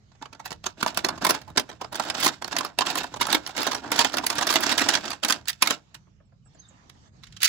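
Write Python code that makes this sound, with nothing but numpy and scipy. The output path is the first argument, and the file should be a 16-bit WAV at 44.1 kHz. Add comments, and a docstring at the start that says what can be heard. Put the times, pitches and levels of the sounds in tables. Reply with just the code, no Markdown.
"""Rummaging through scallop shells

A hand rummages through dry shells in a clear plastic bin outdoors, close to a hand-held phone.
Shells clack as bursts of fast-dying noise, ribs rasp as streams of tiny ticks, and the bin wall resonates.
Then a handful is lifted and clicks in the palm. Far traffic rumbles as slowly swelling noise with a
faint rustle; a distant machine taps about eight times a second and small birds call as gliding tones."""
import sys
import numpy as np
from scipy import signal
from scipy.fft import rfft, irfft, next_fast_len
from scipy.io import wavfile
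from scipy.ndimage import uniform_filter1d, map_coordinates

SR = 44100
rng = np.random.default_rng(int(sys.argv[2]) if len(sys.argv) > 2 else 0)


def invert_db(level):
    """Linear amplitude ratio for a level in decibels (20 dB per decade), elementwise."""
    return 10 ** (np.asarray(level, dtype=float) / 20)


def transcribe(u):
    """Save the signal u as a 16-bit wav file named by the first command-line argument.

    u: samples, shape (n,) or (channels, n), limited to [-1, 1]; the rate is SR.
    q: integer samples, one column per channel.
    """
    v = np.clip(np.atleast_2d(u).T, -1, 1)
    q = np.round(v * 32767).astype(np.int16)
    wavfile.write(sys.argv[1], SR, q)


N = 330264

# Single knocks of shell on shell: middle_s, level_db (before length adds energy),
# bowl_db (hollow of the shell, relative to the clack), edge_db (brittle treble, likewise), length_ms
SHELL_CLACKS = [(0.1196, -59, 0, -35, 6), (0.155, -63, 5, -25, 10), (0.2263, -40, -3, -23.0, 6.1),
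                (0.2587, -44.5, 4, -20, 7), (0.3311, -44.5, -2, -14.5, 7.6), (0.3507, -51.5, 9, -19.5, 7),
                (0.4029, -47, 5, -11, 14.7), (0.4611, -37, -3.5, -1, 13), (0.4781, -41.5, -10, -13.5, 5.3),
                (0.5084, -37, -2, -12, 5.9), (0.5181, -32, 4, -19.5, 3.6), (0.528, -37.0, -7.5, -7.5, 4.6),
                (0.643, -33.5, -8, -22, 5.4), (0.6646, -27, -2, -12.5, 11.2), (0.79, -55, -5, -17.5, 6),
                (0.8109, -35.0, -3, -19, 13), (0.8306, -24.5, 1.5, -6.5, 8.5), (0.8641, -25, 6, -8, 5.7),
                (0.8793, -29.5, -11, -10.0, 11.4), (0.9482, -41, -9, -1.5, 6.2),
                (0.9751, -19, -4.0, -3, 5.3), (1.0484, -19.0, -1.5, -8.0, 6.9),
                (1.0889, -24.5, 0.5, -9, 6.0), (1.182, -43, 5, -14.5, 10.4), (1.2234, -37.5, 6, -7.5, 8),
                (1.2512, -18.5, 0.5, -3, 7.1), (1.269, -20, 3, -1, 6.6), (1.3022, -19, -0.5, -2.5, 19.6),
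                (1.3512, -37.5, -3, -6.5, 15), (1.4183, -44, -3, -8, 7.5), (1.4813, -53, 10.5, -9, 10.6),
                (1.5023, -53, 6.5, -2, 7.3), (1.5773, -14.5, -5, -11, 8.5),
                (1.5976, -25.5, -7.0, -4.5, 9.0), (1.6969, -41.5, 4.5, -12.5, 13),
                (1.7154, -45, 4, -21.0, 3.1), (1.8164, -37.0, 7, -10.5, 10.2),
                (1.847, -40, 8.5, -19.5, 5.6), (1.9293, -40.5, 1, -5, 10.6), (1.947, -34, -1, -14.5, 5),
                (1.9598, -32.5, -2, -3.5, 12), (2.0027, -27.5, 0, -10.5, 12.1),
                (2.0389, -37.5, -1.5, -9.5, 8), (2.0534, -39.5, 1.5, -4.5, 7.8),
                (2.0682, -44.5, 2.5, -19.0, 27), (2.0877, -40.5, 0.5, -11, 14.4),
                (2.1016, -21, -10.5, -15.5, 5.2), (2.175, -36, 0, -14, 5.4), (2.1825, -37.5, 5.5, -9, 6.7),
                (2.2075, -32.5, -3.5, -0.5, 18), (2.2345, -24.5, -8, -1, 7.5),
                (2.2448, -22.5, -5, -1.5, 12.7), (2.2549, -22, -18, -3.5, 7), (2.2661, -18.5, -3, -4, 11.6),
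                (2.2787, -22, -12, -3, 6.2), (2.4231, -33.5, 2.0, -10.5, 4.4), (2.4462, -30, -2, -8.5, 5.7),
                (2.4806, -35.5, 2.5, -6.5, 6.2), (2.5292, -33, 0.5, -18, 6.3), (2.5673, -20, -5, -12, 5.2),
                (2.5874, -20.5, -11, -4, 5.6), (2.6102, -28.5, 4, -13, 6.7), (2.6498, -29.5, 7, -1.5, 3.8),
                (2.789, -19.5, -1.5, -6.0, 6.1), (2.8099, -21.5, 0.5, -18.5, 5.0),
                (2.82, -27.5, -1, -20, 9), (2.8654, -33, -13.5, -4.5, 5.8), (2.9079, -35, 1, -3, 13),
                (2.957, -24, -4, -3, 5.3), (2.9847, -31, -11.5, -2.5, 20), (3.0422, -37, 12.5, -7, 7.5),
                (3.1422, -37, 7, -17.5, 7.5), (3.1669, -40.5, 1.0, -10.0, 13),
                (3.2165, -20.5, -4.5, -5.5, 12), (3.229, -26.5, -7, -14.5, 8),
                (3.2704, -31, 1.5, -0.5, 6.2), (3.3009, -32.5, -12.5, -10.5, 9.4),
                (3.3293, -17, -6.5, -3, 7), (3.3501, -20, -4, -4.5, 11.3), (3.4651, -28, -12.5, -18.5, 3.8),
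                (3.4756, -31, -15, -4, 4), (3.4962, -42, -6.0, -13.5, 8.4), (3.5093, -40, -14, -13, 3.6),
                (3.5685, -28.0, -12, -12.5, 8.2), (3.5803, -26, -7.5, -8.5, 6.2),
                (3.6077, -31, -1.5, -2, 4.2), (3.6195, -28, -5.5, -11.5, 11), (3.6322, -28, 1.0, 0, 6.1),
                (3.6713, -24, -1, -6, 10.7), (3.7173, -28, -4.5, -8, 10.2), (3.733, -29.5, 4, -11, 4.7),
                (3.7506, -28.5, 0.5, -6.5, 8.3), (3.7796, -43.5, 3.5, -16.5, 15),
                (3.8454, -50.5, 14, -18, 13.7), (3.8784, -48.5, -2, -18.5, 8.3), (3.92, -20, -1.5, -4, 6.4),
                (3.9326, -31.5, -7.5, -13, 8.3), (3.9644, -35.5, -10, 6.5, 4.2),
                (3.9931, -13, -5.5, -9.5, 8), (4.01, -19.5, -5, -13.5, 16), (4.0475, -18.5, -3, -10, 4.5),
                (4.099, -40, 1, -11.5, 5.0), (4.1335, -36, -10, -10, 8.8), (4.1431, -28, 2, -10, 10.9),
                (4.1716, -24, -10.0, -4.0, 6.4), (4.1845, -23.5, -12, -5.0, 4.9),
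                (4.2432, -37, -1.5, -12, 12.2), (4.2673, -21, -8, 1.5, 6.4), (4.3033, -21, -8.5, -3.5, 5.1),
                (4.3272, -37, -5, -5, 14.7), (4.3558, -36, -3, -0.5, 5.2), (4.3852, -25.5, -3, -10, 16),
                (4.4122, -25, 0, -11, 5.5), (4.4243, -29.5, -0.5, -9.5, 11.2),
                (4.4733, -23.5, -5.5, -1.5, 10), (4.5004, -30, -2.5, -1.5, 6),
                (4.5135, -28.5, -11, 4.5, 5.2), (4.5405, -23, -2.5, -1.5, 5.3),
                (4.5586, -16, -5.5, -9, 5.7), (4.565, -20.5, -3, -18.5, 7), (4.6088, -33, -20, 5.5, 9),
                (4.6335, -24, -11, -6.5, 12.5), (4.6671, -23, -2, -12, 4.5), (4.6962, -26, -7, -9, 7.9),
                (4.7228, -22.5, -5, -10, 17), (4.7813, -19.5, -10.5, -3, 6.4), (4.793, -23, -8, -11.5, 14),
                (4.8168, -24, -3.5, -10, 16.7), (4.8597, -35.5, -2.5, -11, 7.0),
                (4.8899, -16.5, -7.5, -8, 8.7), (4.94, -20.5, -10, -14, 12),
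                (4.9537, -16, -8.0, -17.5, 5.2), (4.9735, -31, 1, -23.5, 6), (5.0568, -30, -12.5, -13, 6.6),
                (5.0806, -30.5, -3, -22, 4.5), (5.1065, -31.5, -4, -5.5, 7.5),
                (5.1167, -31, -9.5, -17, 9.7), (5.1341, -31.0, -5, -16.0, 4.7),
                (5.2365, -22.5, -8.5, -11, 5.2), (5.25, -20, -9.5, -4.5, 6.5),
                (5.2868, -26.5, -17.5, -1.5, 8.5), (5.3037, -21, -10.5, -7, 17.5),
                (5.3251, -17.5, -14, -5, 3.8), (5.4573, -45, -5.5, -17, 4.3),
                (5.4853, -20.5, -28, -4.0, 7.2), (5.5007, -27.5, -24, -2, 15),
                (5.5314, -38.5, -25, -8.5, 4.5), (5.6256, -12.5, -9.5, -4, 7),
                (5.6599, -32.5, -6, -7.5, 10.5), (5.6751, -19.5, -12.5, -1.5, 5.7),
                (5.7082, -16.5, -1, -9, 6.8), (5.9509, -42.5, -15, -6.5, 11.6), (6.898, -44.5, -15, -11, 7),
                (7.2398, -47, -17.0, -12.5, 12.5), (7.2722, -50.5, -18.0, -17, 8.5),
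                (7.3271, -49.5, -16, -18, 7.4), (7.3703, -40.5, -21, -16.5, 11),
                (7.4052, -35.5, -20, -13, 3), (7.423, -28, -37, -8.5, 10), (7.434, -18, -27, -0.5, 9),
                (7.4488, -16.5, -30.5, -5.5, 13), (7.4578, -17, -30, -4.5, 10),
                (7.4765, -31.5, -27, -7.5, 8.8)]
THUD_DB, THUD_SCATTER_DB = -9.5, 1.5  # the bin thuds with the bowl of the shell: dB relative to bowl, dB


def clacks(count=16):
    """Each contact is another pair of shells: a run of small slips, as rib catches on rib."""
    s, db, bowl_db, edge_db, ms = np.vstack([SHELL_CLACKS, patter()]).T
    thud_db = bowl_db + THUD_DB + THUD_SCATTER_DB * rng.standard_normal(len(s))
    colours = [clack_colour(*levels) for levels in zip(thud_db, bowl_db, edge_db)]

    lag, size = rng.random((len(s), 2, count)).transpose(1, 0, 2)
    run = np.maximum(ms - 3.5, .5)[:, None] / 1000 * SR  # the knock itself fills the rest
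    lead_in = 300  # samples kept free for the lead-in
    place = np.clip(lead_in + (1.3 * lag - .3) * run, 0, 1600).astype(int)
    strength = size * np.clip(lag / 0.3, .15, 1)  # the run fades in over its first part
    push = np.zeros((len(s), 3072))
    push[np.arange(len(s))[:, None], place] = strength ** 2
    push *= ms[:, None] / push.sum(axis=1, keepdims=True)  # a longer contact carries more energy

    starts = np.round((s - ms / 2000) * SR).astype(int) - lead_in
    knocks = ringing(colours, push).transpose(1, 0, 2)
    out = np.zeros((2, N + SR))
    for start, gain, knock in zip(starts, invert_db(db), knocks):
        out[:, start:start + 3072] += gain * knock
    return out[:, :N]


def clack_colour(thud, bowl, edge):
    """The bin's bass, the bowl's middle and the edge's treble in one clack, as (Hz, dB) points."""
    return [(90, thud - 3.5), (210, thud + 11.2), (315, thud + 13.7), (450, thud + 9.6),
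            (620, bowl + 4.47), (950, bowl + 8.51),
            (1900, 0), (2700, -1.33), (4500, 0.5), (7500, -6.5),
            (10500, edge + 4), (13200, edge - 6.5), (15300, edge + 2.8), (16800, edge - 24.5)]


PATTER_DB, PATTER_SCATTER_DB = 5.5, 3  # level relative to the rasp, and its scatter
PATTER_BOWL_DB = -6  # relative to the wall's level over the rasp
PATTER_EDGE_DB, PATTER_COLOUR_DB = -14.5, 5  # edge relative to the clack; scatter of bowl and edge
PATTER_MS = 7  # middle value of the length


def patter(count=90):
    """Small chance contacts inside the pushes, as rows like the clacks; their level follows the rasp."""
    start, length = np.transpose(HAND_STROKES)[:2]
    edges = np.cumsum(np.append(0, length))  # the pushes laid end to end
    place = rng.random(count) * edges[-1]
    which = np.searchsorted(edges, place) - 1
    s = np.minimum(start[which] + place - edges[which], (N - 1) / SR)
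    level, bowl, edge, last = rng.standard_normal((count, 4)).T
    rasp_db, wall_db = np.array(strokes())[:, (s * SR).astype(int)]
    db = rasp_db + PATTER_DB + PATTER_SCATTER_DB * level
    bowl_db = wall_db - rasp_db + PATTER_BOWL_DB + PATTER_COLOUR_DB * bowl
    edge_db = PATTER_EDGE_DB + PATTER_COLOUR_DB * edge
    return np.transpose([s, db, bowl_db, edge_db, PATTER_MS * np.exp(0.25 * last)])


# How fast shell vibrations die: pitch_hz, time_to_fall_60_db_s
RING_TIME = [(150, 0.026), (600, 0.036), (2000, 0.029), (6000, 0.023), (15000, 0.0043)]
# Bending waves build up, the lows later: pitch_hz, build_up_s
BUILD_UP = [(150, 0.0016), (1000, 0.00088), (4000, 0.00067), (10000, 0.00058)]
# The phone's body and the bin walls scatter the middle pitches: pitch_hz, left_right_likeness (0 to 1)
NEAR_LIKENESS = [(150, .92), (350, .82), (700, .6), (1400, .6), (2800, .3), (5600, .28), (8500, .85),
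                 (14000, .8)]
BANDS = 125 * 2 ** np.arange(0, 7.1, .5)  # centres of the half-octave groups of vibrations, Hz
LUMPS_DB = 3  # how unevenly one shell rings


def ringing(colours, push):
    """One stereo knock per colour: vibrations so dense and damped that each half octave is a noise
    that swells and dies, fed by the energy push of the contact."""
    size = push.shape[1]
    t, hz = np.arange(size) / SR, np.fft.rfftfreq(size, 1 / SR)
    die = np.log(1000) / along(RING_TIME, BANDS)
    rise = 1 / along(BUILD_UP, BANDS)
    shape = np.exp(-np.outer(die, t)) * (1 - np.exp(-np.outer(rise, t)))
    shape /= shape.max(axis=1, keepdims=True)
    # overlapping triangles share the spectrum among the bands
    group = np.clip(1 - 2 * abs(np.log2((hz + 1) / BANDS[:, None])), 0, 1)

    noise = rng.standard_normal((3, len(colours), size))
    lumps = uniform_filter1d(noise[2, :, :len(hz)], 28, axis=1)  # each shell favours its own pitches
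    gain = invert_db(np.array([along(c, hz) for c in colours]) + LUMPS_DB * unit(lumps))
    right, other = rfft(noise[:2]) * gain
    alike = along(NEAR_LIKENESS, hz)
    left = alike * right + np.sqrt(1 - alike ** 2) * other
    pair = np.array([left, right])

    knocks = 0
    for band, envelope in zip(group, shape):
        energy = irfft(rfft(push) * rfft(envelope ** 2), size)
        knocks = knocks + irfft(pair * band, size) * np.sqrt(abs(energy))
    return knocks


# Colour of rubbed shell: pitch_hz, level_db
RUBBED_SHELL = [(820, -31.5), (1400, 5), (2030, -6), (2160, 2.5), (4780, -1.5), (7530, -7.5), (9160, -9),
                (10100, -20.5), (13300, -19), (15200, -13), (16000, -19.5), (16500, -32.5)]
# Resonances of the bin wall and shell bowls: pitch_hz, width_hz, level_db
BIN_WALL = [(181, 110, -2.5), (302, 63, 6.5), (650, 130, 1.5), (924, 190, 0.5), (1580, 460, -3)]


def rasp(count=10):
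    """Rib ticks knock many shells in turn and shake the bin wall."""
    rasp_db, load_db = strokes()
    ticks = grit(2900, spread_db=2.5)
    which = rng.integers(count, size=N)  # the shell that each tick knocks
    bodies = ringing([RUBBED_SHELL] * count, np.tile(signal.unit_impulse(1536), (count, 1)))
    shells = 0
    for k in range(count):
        own_ticks = (ticks * (which == k))[None]
        shells = shells + signal.oaconvolve(own_ticks, bodies[:, k], axes=1)[:, :N]

    one_side = np.array([grit(1200, spread_db=4.0), grit(2200, spread_db=-3.0)])
    shakes = grit(1500, spread_db=0.0) + 0.2 * one_side  # mostly the same on both sides
    wall = resonant(resonant(shakes, BIN_WALL), [(496, 1900, 0)])
    return invert_db(rasp_db) * unit(shells) + invert_db(load_db) * unit(wall)


def grit(rate, spread_db):
    """Random tiny contacts, nominally rate a second, coming in clumps."""
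    chance = rate / SR * invert_db(4.9 * wobble(45))
    return (rng.random(N) < chance) * rng.standard_normal(N) * invert_db(spread_db * rng.exponential(size=N))


# Pushes of the hand, ribs dragging over ribs: start_s, length_s, rasp_db (halfway),
# swell_db (from start to end), wall_db (bin wall relative to rasp)
HAND_STROKES = [(0.217, 0.06, -63.5, -15.5, 10), (0.318, 0.04, -74, 8, 11), (0.395, 0.03, -72.5, 9.5, 5.5),
                (0.445, 0.09, -57.5, -2.5, 1), (0.637, 0.055, -52, 3.5, -5), (0.775, 0.12, -49.5, 12, 4),
                (0.924, 0.06, -51, 23, 6), (1.043, 0.074, -47.5, -9, 7), (1.128, 0.07, -57, -8.5, 9.5),
                (1.216, 0.145, -39.5, -4, 4.5), (1.408, 0.11, -67, 4.5, 9), (1.562, 0.058, -41.5, -12.5, 3),
                (1.682, 0.05, -59.5, 6.5, 6.5), (1.803, 0.06, -59.5, -4, 8.5), (1.925, 0.23, -44, 3, 3.5),
                (2.141, 0.15, -35.5, 9.5, -1.5), (2.419, 0.075, -51, -4.5, 7),
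                (2.512, 0.18, -45.5, -3.5, 4), (2.782, 0.055, -44, -6.5, 3), (2.854, 0.155, -37, 1.5, 2),
                (3.027, 0.06, -53.5, -4, 3.5), (3.121, 0.045, -54.5, -2.5, 8),
                (3.203, 0.08, -37.5, -6.0, -2.5), (3.286, 0.085, -35, -8, 2), (3.426, 0.09, -50, 3.0, 2),
                (3.552, 0.135, -36, 5, -0.5), (3.71, 0.075, -43.5, -1.5, 0), (3.823, 0.07, -52.5, 5, 11.5),
                (3.907, 0.15, -32.5, 5, -2.5), (4.084, 0.11, -45.5, 10.5, 5), (4.21, 0.12, -44.5, 9.5, 1.5),
                (4.356, 0.228, -33.5, 4.5, -2.5), (4.601, 0.15, -32.5, 5, -1.5),
                (4.77, 0.21, -31.5, 1.5, -2.0), (5.035, 0.12, -43, -15.5, 3.5),
                (5.232, 0.11, -36.5, 0.5, 2.5), (5.477, 0.07, -45.5, -13.5, -13.5),
                (5.616, 0.115, -39.5, 2.5, -1.5), (5.946, 0.03, -59.5, -12.5, -2),
                (7.227, 0.16, -66.0, 0, -6), (7.416, 0.085, -34.5, 3, -36)]
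RISE_DB_PER_S, SETTLE_DB_PER_S = 2600, 340  # a push sets in fast; the heap settles more slowly


def strokes():
    """Levels of rasp and shaken wall in dB: each push rises, swells or fades, then settles."""
    t, power = np.arange(0, N, 32) / SR, 1e-12
    for s, length, db, swell_db, wall_db in HAND_STROKES:
        shape_db = db + swell_db * (np.clip((t - s) / length, 0, 1) - .5)
        shape_db -= RISE_DB_PER_S * np.maximum(s - t, 0)
        shape_db -= SETTLE_DB_PER_S * np.maximum(t - s - length, 0)
        power = power + invert_db(shape_db + np.array([[0], [wall_db]])) ** 2
    return [np.interp(np.arange(N) / SR, t, 10 * np.log10(p)) for p in power]


# Paving and walls answer: pitch_hz, time_to_fall_60_db_s (of the early part)
YARD_ECHO = [(200, 0.21), (2000, 0.075), (10000, 0.055)]


def yard(x, count=12):
    """Echo as decaying noise: each pitch of the yard's answer dies at its own speed."""
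    out = np.zeros((2, N + SR))
    # the echo is drawn afresh for each part, so no pitch stands out steadily
    for part in np.array_split(np.arange(N), count):
        hz, t, z = signal.stft(rng.standard_normal((2, SR // 3)), SR, nperseg=256)
        fall_db = -60 * t / along(YARD_ECHO, hz)[:, None]
        fall = invert_db(fall_db) + invert_db(fall_db / 3 - 24)  # farther walls answer late and faintly
        tail = signal.istft(z * fall, SR, nperseg=256)[1]
        wet = signal.fftconvolve(x[None, part], tail / np.linalg.norm(tail[0]), axes=1)
        out[:, part[0]:part[0] + wet.shape[1]] += wet
    return out[:, :N]


# Distant taps: start_s, level_db (of the puff, before the resonances)
FAR_TAPS = [(6.069, -48), (6.201, -46.5), (6.32, -49), (6.458, -47.5), (6.546, -42.5), (6.573, -60),
            (6.706, -48), (6.83, -57), (6.949, -43), (7.058, -51), (7.19, -52), (7.294, -63)]
# Resonances of what is tapped: pitch_hz, width_hz, level_db
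TAPPED_BODY = [(247.5, 140, 6), (639, 220, 6), (1100, 400, 3), (1890, 950, -7)]


def taps():
    """Dull far knocks: a short puff of noise into a few resonances."""
    puffs, t = np.zeros(N + SR), np.arange(600) / SR
    for s, db in FAR_TAPS:
        envelope = invert_db(db - 60 * t / 0.045) * (1 - np.exp(-t / 0.0019))
        puffs[round(s * SR):][:600] += envelope * rng.standard_normal(600)
    return resonant(puffs[:N], TAPPED_BODY)


# Bird notes, each a list of points: time_s, pitch_hz, level_db
BIRD_NOTES = [
    [(6.255, 7930, -88), (6.265, 7650, -85), (6.28, 7250, -93)],
    [(6.445, 8300, -80), (6.455, 7880, -60), (6.475, 7500, -71)],
    [(6.46, 5450, -76), (6.5, 5330, -77), (6.555, 5200, -79), (6.585, 4390, -77), (6.62, 3870, -73),
     (6.65, 3660, -67), (6.69, 3720, -73), (6.77, 3820, -81)],
    [(6.43, 2950, -77), (6.45, 2800, -77), (6.49, 2670, -82)],
    [(6.54, 8400, -78), (6.55, 7200, -62), (6.56, 6770, -83)],
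    [(6.585, 5900, -74), (6.6, 6360, -51), (6.64, 6600, -83), (6.68, 6230, -69), (6.72, 6360, -71)],
    [(6.68, 9200, -83), (6.688, 7400, -59), (6.7, 6280, -75)],
]


def birds():
    """Thin gliding whistles with soft ends, unsteady in pitch and level."""
    out, t = 0, np.arange(N) / SR
    for note in BIRD_NOTES:
        hz, db = curves(note)
        outside = np.maximum(note[0][0] - t, 0) + np.maximum(t - note[-1][0], 0)
        level = invert_db(db - 3800 * outside + 5.5 * wobble(90))  # ends fade at 3800 dB a second
        phase = 2 * np.pi * np.cumsum(hz * (1 + .007 * wobble(300))) / SR
        out = out + level * np.sin(phase)
    return out


# Level of the traffic, before a random wobble: time_s, level_db
TRAFFIC_LEVEL = [(0.0, -59.5), (0.48, -53.5), (0.75, -59), (1.17, -51.5), (1.56, -55.5), (2.04, -55),
                 (4.82, -52.5), (5.07, -56.5), (5.63, -55), (5.84, -60.5), (7.49, -53.5)]
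# Level of a faint far hiss, the rustle: time_s, level_db
RUSTLE_LEVEL = [(5.9, -66.5), (6.05, -70), (6.27, -76.5), (6.43, -76), (6.51, -67), (6.67, -61.5),
                (6.83, -62.5), (7.08, -60), (7.11, -76), (7.14, -65), (7.17, -63.5), (7.3, -67)]
# Colour of the traffic rumble: pitch_hz, level_db
RUMBLE_COLOUR = [(12, -43), (20, -28), (54, -0.5), (125, 2.5), (211, -5), (258, -20), (455, -23.5),
                 (500, -23.5), (650, -48.5), (1100, -120)]
# Colour of the rustle: pitch_hz, level_db
RUSTLE_COLOUR = [(150, -19.5), (250, 2), (406, -8), (671, -3), (2660, -14), (6480, -14.5), (7880, -21.5),
                 (8680, -43), (12000, -40), (15600, -72.5), (22000, -120)]


def outdoors():
    """Traffic rumble and a faint rustle: coloured noises, both swelling."""
    rumble_db = curves(TRAFFIC_LEVEL)[0] + 1.7 * wobble(12)
    rumble = invert_db(rumble_db) * rush(RUMBLE_COLOUR, patchy_db=1.0)
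    return rumble + invert_db(curves(RUSTLE_LEVEL)[0]) * rush(RUSTLE_COLOUR, patchy_db=3.0)


# Stereo spread of the background: pitch_hz, left_right_likeness (-1 to 1)
FAR_LIKENESS = [(60, 0.78), (240, 0.71), (950, -0.3), (3770, -0.09), (15000, 0.023)]


def rush(spectrum, patchy_db):
    """Stereo noise of rms 1 whose level differs from patch to patch in time and pitch."""
    z = signal.stft(rng.standard_normal((2, N)), nperseg=512)[2]
    field = uniform_filter1d(uniform_filter1d(rng.standard_normal(z.shape[1:]), 6, 0), 14, 1)
    pair = signal.istft(z * invert_db(patchy_db * unit(field)), nperseg=512)[1][:, :N]

    def spread(hz):
        turn = np.arccos(np.clip(along(FAR_LIKENESS, hz), -1, 1)) / 2
        return invert_db(along(spectrum, hz)) * [np.cos(turn), np.sin(turn)]

    mid, side = filtered(pair, spread)
    return unit(np.array([mid + side, mid - side]))


def ports(pair, tilt, lead):
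    """Two microphones: half of the level and phase difference on each side."""
    side = np.array([[.5], [-.5]])
    return filtered(pair, lambda hz: invert_db(side * along(tilt, hz)) * np.exp(1j * side * along(lead, hz)))


def resonant(x, modes):
    """x through a few resonances of (Hz, width Hz, dB), added with alternating sign."""
    def response(f):
        total = 0
        for k, (centre, width, db) in enumerate(modes):
            damping = 1j * f * width
            total = total + (-1) ** k * invert_db(db) * damping / (centre ** 2 - f * f + damping)
        return total

    return filtered(x, response)


def filtered(x, response):
    """x times a complex response of frequency."""
    m = next_fast_len(N + SR // 2)
    return irfft(rfft(x, m) * response(np.fft.rfftfreq(m, 1 / SR)), m)[..., :N]


def wobble(rate):
    """A smooth random curve, rate knots a second."""
    knots = rng.standard_normal(int(N * rate / SR) + 4)
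    return map_coordinates(knots, [np.arange(N) * rate / SR])


def curves(rows):
    """One value per sample for each column after the time."""
    s, *cols = np.transpose(rows)
    return [np.interp(np.arange(N) / SR, s, c) for c in cols]


def along(points, hz):
    """Values at hz, read between (Hz, value) points on a log pitch axis."""
    f, v = np.transpose(points)
    return np.interp(np.log(hz + 1), np.log(f + 1), v)


def unit(x):
    """Scaled to rms 1."""
    return x / np.sqrt(np.mean(x ** 2) + 1e-20)


# Close sounds at the two microphones: pitch_hz, left_minus_right_db
NEAR_TILT = [(60, -1.5), (150, -3.5), (380, -1), (700, -6), (1290, -6.5), (2380, -7.5), (4400, -9),
             (7000, -9), (8800, -1), (15000, 0)]
# Close sounds at the two microphones: pitch_hz, left_lead_radians
NEAR_LEAD = [(200, 0), (430, -.6), (950, .5), (2500, -1.5), (4130, .3), (7490, 6.6), (8270, 3.5),
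             (9470, 3.2), (10400, 3.6), (11800, 3.5), (12700, 4.7), (16000, 4.7)]
# Far sounds at the two microphones: pitch_hz, left_minus_right_db
FAR_TILT = [(60, -0.5), (240, -3.5), (950, -4), (3770, -8.5), (15000, -8)]


def scene():
    """Shells close by, in the yard; far sounds mostly by their echoes."""
    # small things radiate no deep bass
    near = filtered(clacks() + rasp(), lambda hz: (1j * hz / (70 + 1j * hz)) ** 2)
    close = ports(near + invert_db(-10) * yard(near[1]), NEAR_TILT, NEAR_LEAD)
    far = taps() + birds()
    background = far + invert_db(1.0) * yard(far) + outdoors()
    return close + ports(background, FAR_TILT, [(100, 0.007)])


def band_limit(x):
    """A steep low-pass at the top of the band."""
    return signal.sosfilt(signal.butter(12, 17150, fs=SR, output="sos"), x)


def record(dry):
    """The loudest peaks are rounded off smoothly, staying below 0.95."""
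    soft = dry / (1 + abs(dry / .95) ** 4) ** (1 / 4)
    return band_limit(soft)


dry = scene()
out = record(dry)
transcribe(out)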